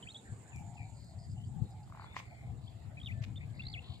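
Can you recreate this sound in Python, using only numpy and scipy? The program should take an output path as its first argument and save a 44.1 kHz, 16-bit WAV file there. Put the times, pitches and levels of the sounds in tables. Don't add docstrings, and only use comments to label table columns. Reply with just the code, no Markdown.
import sys
import numpy as np
from scipy import signal
from scipy.fft import rfft, irfft
from scipy.io import wavfile

SR = 44100
rng = np.random.default_rng(int(sys.argv[2]) if len(sys.argv) > 2 else 0)


def pcm_store(signal):
    levels = np.round(np.clip(np.atleast_2d(signal), -1, 1) * 32767)
    wavfile.write(sys.argv[1], SR, levels.astype(np.int16).T)


N = 176400
T = np.arange(N) / SR
PITCH_WOBBLE = 0.0084
FAR_LAG_S = .00018


def from_db(db):
    return 10 ** (np.asarray(db) / 20)


def rms_one(x):
    return x / np.sqrt(np.mean(x ** 2) + 1e-20)


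def level(rows):
    return from_db(np.interp(T, *np.transpose(rows)))


def drift(hz):
    r = np.exp(-2 * np.pi * hz / SR)
    return rms_one(signal.lfilter([1], [1, -2 * r, r * r], rng.standard_normal(N + SR))[SR:])


def noise(spectrum, alike, apart_hz=SR):
    hz, db = np.transpose(spectrum)
    f = np.maximum(np.arange(N // 2 + 1) * SR / N, 1)
    skirts = np.minimum(1, np.minimum(f / hz[0], hz[-1] / f)) ** 4
    gain = from_db(np.interp(np.log(f), np.log(hz), db)) * skirts
    mid, side = rfft(rng.standard_normal((2, N))) * gain
    alike = np.clip(alike, -1, 1) / (1 + (f / apart_hz) ** 2)
    return rms_one(irfft(np.sqrt(1 + alike) * mid + np.sqrt(1 - alike) * side * [[1], [-1]], N))


def place(x, pan_db, lag_s=0):
    left, right = np.broadcast_to(x, (2, N))
    return np.array([np.interp(T - lag_s, T, left), right]) * from_db([[pan_db / 2], [-pan_db / 2]])


def gate(s, length, edge):
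    return np.sin(np.pi / 2 * np.clip(np.minimum(T - s, s + length - T) / edge, 0, 1)) ** 2


def echo(x, db, t60_s=0.24):
    size = N + SR
    w = 2 * np.pi * np.arange(size // 2 + 1) / size
    spectrum, sides = rfft(x, size), []
    for lags in rng.uniform(.012, 0.083, (2, 10)):
        loops = [from_db(-60 * d / t60_s) * np.exp(-1j * w * int(d * SR)) for d in lags]
        sides.append(irfft(spectrum * sum(g / (1 - g) for g in loops), size)[:N])
    return from_db(db) * rms_one(np.array(sides)) * x.std()


def struck(hits, modes, vary_db=2.5):
    s, db = np.transpose(hits)
    out = np.zeros(N)
    for k, (hz, mode_db, t60) in enumerate(modes):
        clicks = np.full(N, 1e-18)
        clicks[(s * SR).astype(int)] = from_db(db + mode_db + vary_db * rng.standard_normal(len(s)))
        r, w = from_db(-60 / (t60 * SR)), 2 * np.pi * hz / SR
        out += (-1) ** k * signal.lfilter([0, np.sin(w)], [1, -2 * r * np.cos(w), r * r], clicks)
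    return out


def tone(hz):
    return np.sqrt(2) * np.sin(2 * np.pi * np.cumsum(hz) / SR)


def blurred_tone(hz, width_hz, order=4):
    lowpass = signal.butter(order, width_hz / 2, fs=SR, output="sos")
    blur = signal.sosfilt(lowpass, rng.standard_normal((2, N)))
    phase = 2 * np.pi * np.cumsum(hz + np.zeros(N)) / SR
    return rms_one(blur[0] * np.cos(phase) + blur[1] * np.sin(phase))


def wind():
    colour = [(25, -25), (40, -24.5), (63, -3), (80, -2.5), (105, 4), (170, -9), (250, -19), (330, -29),
              (480, -42)]
    gusts = [(0.0, -67), (0.04, -51), (0.22, -65.5), (0.32, -46), (0.49, -61), (0.56, -42), (0.78, -50.5),
             (0.81, -43.5), (0.86, -49), (1.12, -50), (1.17, -46), (1.24, -54), (1.3, -40.5), (1.45, -44.5),
             (1.47, -38), (1.53, -46), (1.63, -38.5), (1.66, -49), (2.38, -52.5), (2.51, -43.5),
             (2.75, -53), (2.87, -47), (2.93, -49.5), (3.14, -42), (3.73, -46), (3.88, -53.5),
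             (3.91, -44.5), (4.0, -54)]
    balance = [(0.0, -1.5), (0.61, 6.5), (1.45, 4), (1.63, 15.0), (1.66, 0), (2.43, 0), (2.51, 6.5),
               (4.0, 7)]
    lumps = rms_one(from_db(drift(17)))
    rumble = noise(colour, alike=0.79) * lumps * level(gusts) * from_db(0.03)
    side = np.sqrt(level(balance))
    return place(rumble, pan_db=0, lag_s=.0002) * [side, 1 / side]


def marsh_air():
    colour = [(300, 3), (420, -2), (560, -2), (700, 4.5), (900, -3), (1150, -8), (1600, -12), (2100, -9.5),
              (2800, -15), (4600, -16), (5900, -48), (7500, -49), (9500, -27)]
    swell = [(0, -61.5), (1.2, -67), (1.8, -67), (2.1, -61.5), (2.5, -65), (2.85, -63), (3.2, -65),
             (4, -62)]
    air = noise(colour, alike=0.27, apart_hz=1800)
    spectrum, f = rfft(air), np.arange(N // 2 + 1) * SR / N
    edges_hz = np.geomspace(450, 5000, 15)
    for low, high in zip(edges_hz, edges_hz[1:]):
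        band = irfft(spectrum * ((f >= low) & (f < high)), N)
        air += band * (rms_one(from_db(3.5 * drift(9.5))) - 1)
    return air * level(swell)


def microphone_hiss():
    colour = [(5000, -0.5), (7500, -10.5), (10500, -6.5), (12000, -10), (15500, -9)]
    return noise(colour, alike=0) * from_db(-81.5 + 2.2 * drift(42))


def insects():
    colour = [(6100, -17), (6650, -4.5), (7150, 2.5), (8000, 1.5), (9000, -7.5), (10000, -47)]
    swell = [(0.0, -64), (0.35, -65.5), (0.6, -68.5), (1.11, -69.5), (2.13, -74.5), (2.18, -67.5),
             (2.28, -75), (4.0, -76)]
    ring_swell = [(0, -77), (.42, -76.5), (.55, -69.5), (.7, -72), (.78, -79.5), (.92, -72), (1.05, -86.5),
                  (4, -87.5)]
    chorus = noise(colour, alike=0.11) * level(swell) * from_db(-5 + 1.56 * drift(23))
    ring = level(ring_swell) * from_db(2 * drift(39)) * blurred_tone(7160, width_hz=430, order=2)
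    return place(chorus + ring, pan_db=-12)


def brushes():
    strokes = [(-.03, 0.11, -57), (0.03, 0.56, -63), (1.595, 0.095, -54.5), (2.489, 0.11, -59.5)]
    colour = [(200, 11.5), (290, 2.5), (500, -1.5), (700, -48.5)]
    envelope = sum(from_db(db) * gate(s, length, length / 3) for s, length, db in strokes)
    return noise(colour, alike=1.0) * envelope


def songbird():
    # (time [s], length [s], start pitch [Hz], middle [Hz], end [Hz], level [dB])
    notes = [(.025, 0.019, 3380, 3000, 3400, -53), (.057, .015, 1680, 1920, 2330, -58),
             (.070, .011, 2320, 2540, 2700, -50), (0.085, 0.0099, 3080, 3220, 3370, -48.5),
             (0.097, 0.016, 3600, 3720, 3800, -52.5), (0.116, 0.013, 4170, 4200, 4000, -60),
             (0.144, 0.011, 4070, 3423, 3320, -49), (0.152, 0.02, 3260, 3356, 3820, -48.5),
             (0.173, 0.012, 3860, 3930, 3670, -61), (0.186, 0.015, 3500, 3760, 3600, -62.5),
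             (2.969, 0.025, 2110, 2550, 2240, -54), (3.059, 0.0054, 3700, 3420, 3230, -43),
             (3.064, 0.014, 3570, 3620, 2930, -47), (3.069, 0.014, 3280, 2930, 2630, -49.5),
             (3.082, .028, 2650, 2105, 1970, -50.5), (3.11, 0.0182, 2140, 2475, 2600, -49.5),
             (3.357, 0.006, 2720, 3170, 3500, -57.5), (3.361, 0.022, 3570, 3610, 3540, -54),
             (3.593, 0.02, 2380, 2703, 2660, -47), (3.728, 0.0062, 4520, 4150, 3850, -47),
             (3.737, 0.0093, 3700, 3340, 3050, -41.5), (3.746, 0.026, 3100, 2250, 2160, -48.5),
             (3.768, 0.029, 2270, 2626, 2710, -49.5)]
    pips = [(2.999, 3230, -56), (3.013, 3180, -49), (3.03, 3600, -52), (3.045, 3670, -51.5),
            (3.62, 3400, -52), (3.634, 3570, -55), (3.651, 3900, -51), (3.666, 4080, -44.5),
            (3.683, 4460, -47.5), (3.699, 4450, -49.5), (3.715, 4710, -56.5)]
    pip_s, fall_hz, arch_hz, edge_s = 0.0083, 140, 200, 0.0032
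    pan_db_per_khz, centre_hz = -3.5, 3280
    arches = [(s, pip_s, hz + (fall_hz - arch_hz) / 2, hz + arch_hz / 2, hz - (fall_hz + arch_hz) / 2, db)
              for s, hz, db in pips]
    song, wobble = np.zeros((2, N)), 1 + PITCH_WOBBLE * drift(380)
    for s, length, first, middle, last, db in notes + arches:
        u = np.linspace(0, 1, int(length * SR))
        span = int(s * SR) + np.arange(len(u))
        hz = np.polyval(np.polyfit([0, .5, 1], [first, middle, last], 2), u) * wobble[span]
        envelope = np.sin(np.pi / 2 * np.minimum(1, np.minimum(u, 1 - u) * length / edge_s))
        side_db = pan_db_per_khz * (hz - centre_hz) / 1000
        song[:, span] += from_db(db + side_db * [[.5], [-.5]]) * envelope * tone(hz)
    song *= from_db(1.8 * drift(150))
    return place(song, pan_db=0.5, lag_s=0.00026) + echo(song.mean(0), db=-18)


def far_hoots():
    calls = [(0.134, 0.083, 845, -67.5), (0.344, 0.75, 859, -66), (0.512, 0.45, 761.5, -61),
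             (1.043, 0.26, 721, -65), (1.345, 0.083, 779, -66.5), (1.443, 0.27, 804, -64),
             (1.646, 0.25, 795, -61.5), (2.402, 0.142, 741, -63.5), (2.64, 0.065, 720, -71),
             (3.128, 0.14, 640, -65.5), (3.807, 0.18, 1062, -70.5)]
    hoots = sum(from_db(db) * gate(s, length, length / 3) * blurred_tone(hz, width_hz=148)
                for s, length, hz, db in calls)
    return place(hoots, pan_db=-1)


def far_birds():
    # (time [s], length [s], start pitch [Hz], end [Hz], level [dB], pulses [1/s], width [Hz])
    trills = [(0.219, .14, 1877, 1562, -66, 49, 348), (0.42, 0.15, 1580, 1800, -70.5, 50, 394),
              (0.693, 0.28, 4970, 3620, -76.5, 67, 1150), (0.903, 0.28, 4600, 4450, -70.5, 145, 1020),
              (1.161, 0.13, 4750, 4780, -69, 100, 710), (1.283, 0.063, 4680, 4900, -72, 75, 695),
              (1.345, 0.13, 2730, 3200, -67.5, 49, 294), (1.436, 0.056, 4400, 5050, -76.5, 49, 600),
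              (1.579, 0.19, 4200, 3650, -75.5, 54, 600), (1.699, 0.044, 4820, 4900, -75.5, 70, 800),
              (1.822, 0.043, 4550, 4970, -76, 40, 900), (1.992, 0.083, 4550, 4130, -69.5, 64, 825),
              (2.024, 0.18, 3370, 3700, -69.5, 48, 200), (1.882, 0.71, 2228, 2208, -66, 44, 405),
              (2.591, 0.17, 4170, 3920, -74, 50, 1500), (2.667, 0.021, 2870, 3640, -56, 14, 250),
              (3.388, 0.071, 2066, 2490, -59.5, 44, 554), (3.506, 0.29, 4340, 4010, -67, 43, 1130),
              (3.501, 0.28, 2086, 2150, -65.5, 40, 295), (3.788, .22, 3450, 3920, -61, 52, 1520)]
    whistle = (3.11, .15, 1785, 1750, -67.5)   # (time [s], length [s], start pitch [Hz], end [Hz], level [dB])
    pace = np.cumsum(1 + .15 * drift(30)) / SR
    calls = np.zeros(N)
    for s, length, first, last, db, rate, width in trills:
        hz = np.interp(T, [s, s + length], [first, last])
        pulsing = 1 + .45 * np.sin(2 * np.pi * rate * pace)
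        calls += from_db(db) * gate(s, length, length / 3) * pulsing * blurred_tone(hz, width)
    s, length, first, last, db = whistle
    hz = np.interp(T, [s, s + length], [first, last]) * (1 + PITCH_WOBBLE * drift(55.6))
    calls += from_db(db) * gate(s, length, length / 4) * tone(hz)
    return place(calls, pan_db=4, lag_s=FAR_LAG_S) + echo(calls, db=-13)


def wind_buffets():
    buffets = [(.321, -43.5), (.555, -42.5), (.607, -48.5), (1.562, -40.5), (1.586, -51), (1.617, -33.5)]
    modes = [(109, -1.2, 0.045), (171, 0.29, 0.037)]
    soften = signal.butter(2, 330, fs=SR, output="sos")
    return place(signal.sosfilt(soften, struck(buffets, modes)), pan_db=22.5)


def falling_trills():
    runs = [(0.516, 0.086, -56), (0.763, 0.088, -54.5)]
    from_hz, to_hz, settle_s, pulses_per_s, swing_hz = 2900, 2300, 0.02, 80, 60
    song = np.zeros(N)
    for s, length, db in runs:
        age = np.maximum(T - s, 0)
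        beat = 2 * np.pi * pulses_per_s * age
        hz = to_hz + (from_hz - to_hz) * np.exp(-age / settle_s) + swing_hz * np.sin(beat)
        song += from_db(db) * gate(s, length, length / 6) * np.sin(beat / 2) ** 2 * tone(hz)
    return place(song + echo(song, db=-9), pan_db=6.5, lag_s=FAR_LAG_S)


def rustles():
    ticks = [(0.558, 0.0085, -59), (.562, 0.079, -72.5), (1.044, 0.005, -64), (3.015, 0.15, -74.5)]
    colour = [(5500, -15.5), (9000, -20), (15000, -27)]   # (frequency [Hz], level [dB])
    envelope = sum(from_db(db) * gate(s, length, length / 2) for s, length, db in ticks)
    return noise(colour, alike=0.3) * envelope


def creak_and_snap():
    slips = [(1.876, -54), (1.8995, -48), (1.9237, -40.5), (1.9492, -39.5), (1.9732, -40), (1.9969, -37.5),
             (2.0207, -41), (2.0434, -38), (2.068, -45)]
    slip_modes = [(810, -7.5, 0.011), (1080, 1.5, 0.011), (1390, -12, 0.0079), (2170, -22, 0.027)]
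    snaps = [(2.1445, -43.5), (2.1618, -47), (2.1657, -27), (2.1725, -41), (2.2012, -46)]
    snap_modes = [(735, -13, 0.0077), (1050, 1, 0.012), (1240, 0, 0.0051), (1960, -3, 0.011)]
    friction = [(850, 1), (1150, -14), (1450, -3)]
    creak = np.zeros(N)
    for slip in slips:
        modes = [(hz * (1 + 0.056 * rng.standard_normal()), db, t60) for hz, db, t60 in slip_modes]
        creak += struck([slip], modes)
    start, length = slips[0][0], snaps[0][0] - slips[0][0]
    rub = from_db(-60.5) * gate(start, length, length / 2) * noise(friction, alike=0.92)[0]
    return creak + rub + struck(snaps, snap_modes)


def scuffs():
    strokes = [(2.15, 0.068, -49, -0.0041), (3.211, 0.047, -54, .0003)]
    colour = [(500, -5), (900, -0.5), (1500, -3.5), (2300, 8.5), (3000, -1.5), (5000, -4.5), (7000, -8.5),
              (8500, -35), (12000, -22)]
    rub = noise(colour, alike=0.12) * rms_one(from_db(3.2 * drift(200)))
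    return sum(place(from_db(db) * gate(s, length, length / 3) * rub, pan_db=0.55, lag_s=lag)
               for s, length, db, lag in strokes)


def scene():
    breeze = wind() + wind_buffets()
    background = marsh_air() + microphone_hiss() + insects()
    birds = songbird() + far_hoots() + far_birds() + falling_trills()
    handling = brushes() + rustles()
    creak, scuff = creak_and_snap(), scuffs()
    close = place(creak, pan_db=2.6, lag_s=-0.00012) + scuff + echo(creak + scuff[0], db=-12.5)
    return breeze + background + birds + handling + close


def record(dry):
    return signal.sosfilt(signal.ellip(10, .1, 70, 15500, fs=SR, output="sos"), dry)


dry = scene()
out = record(dry)
pcm_store(out)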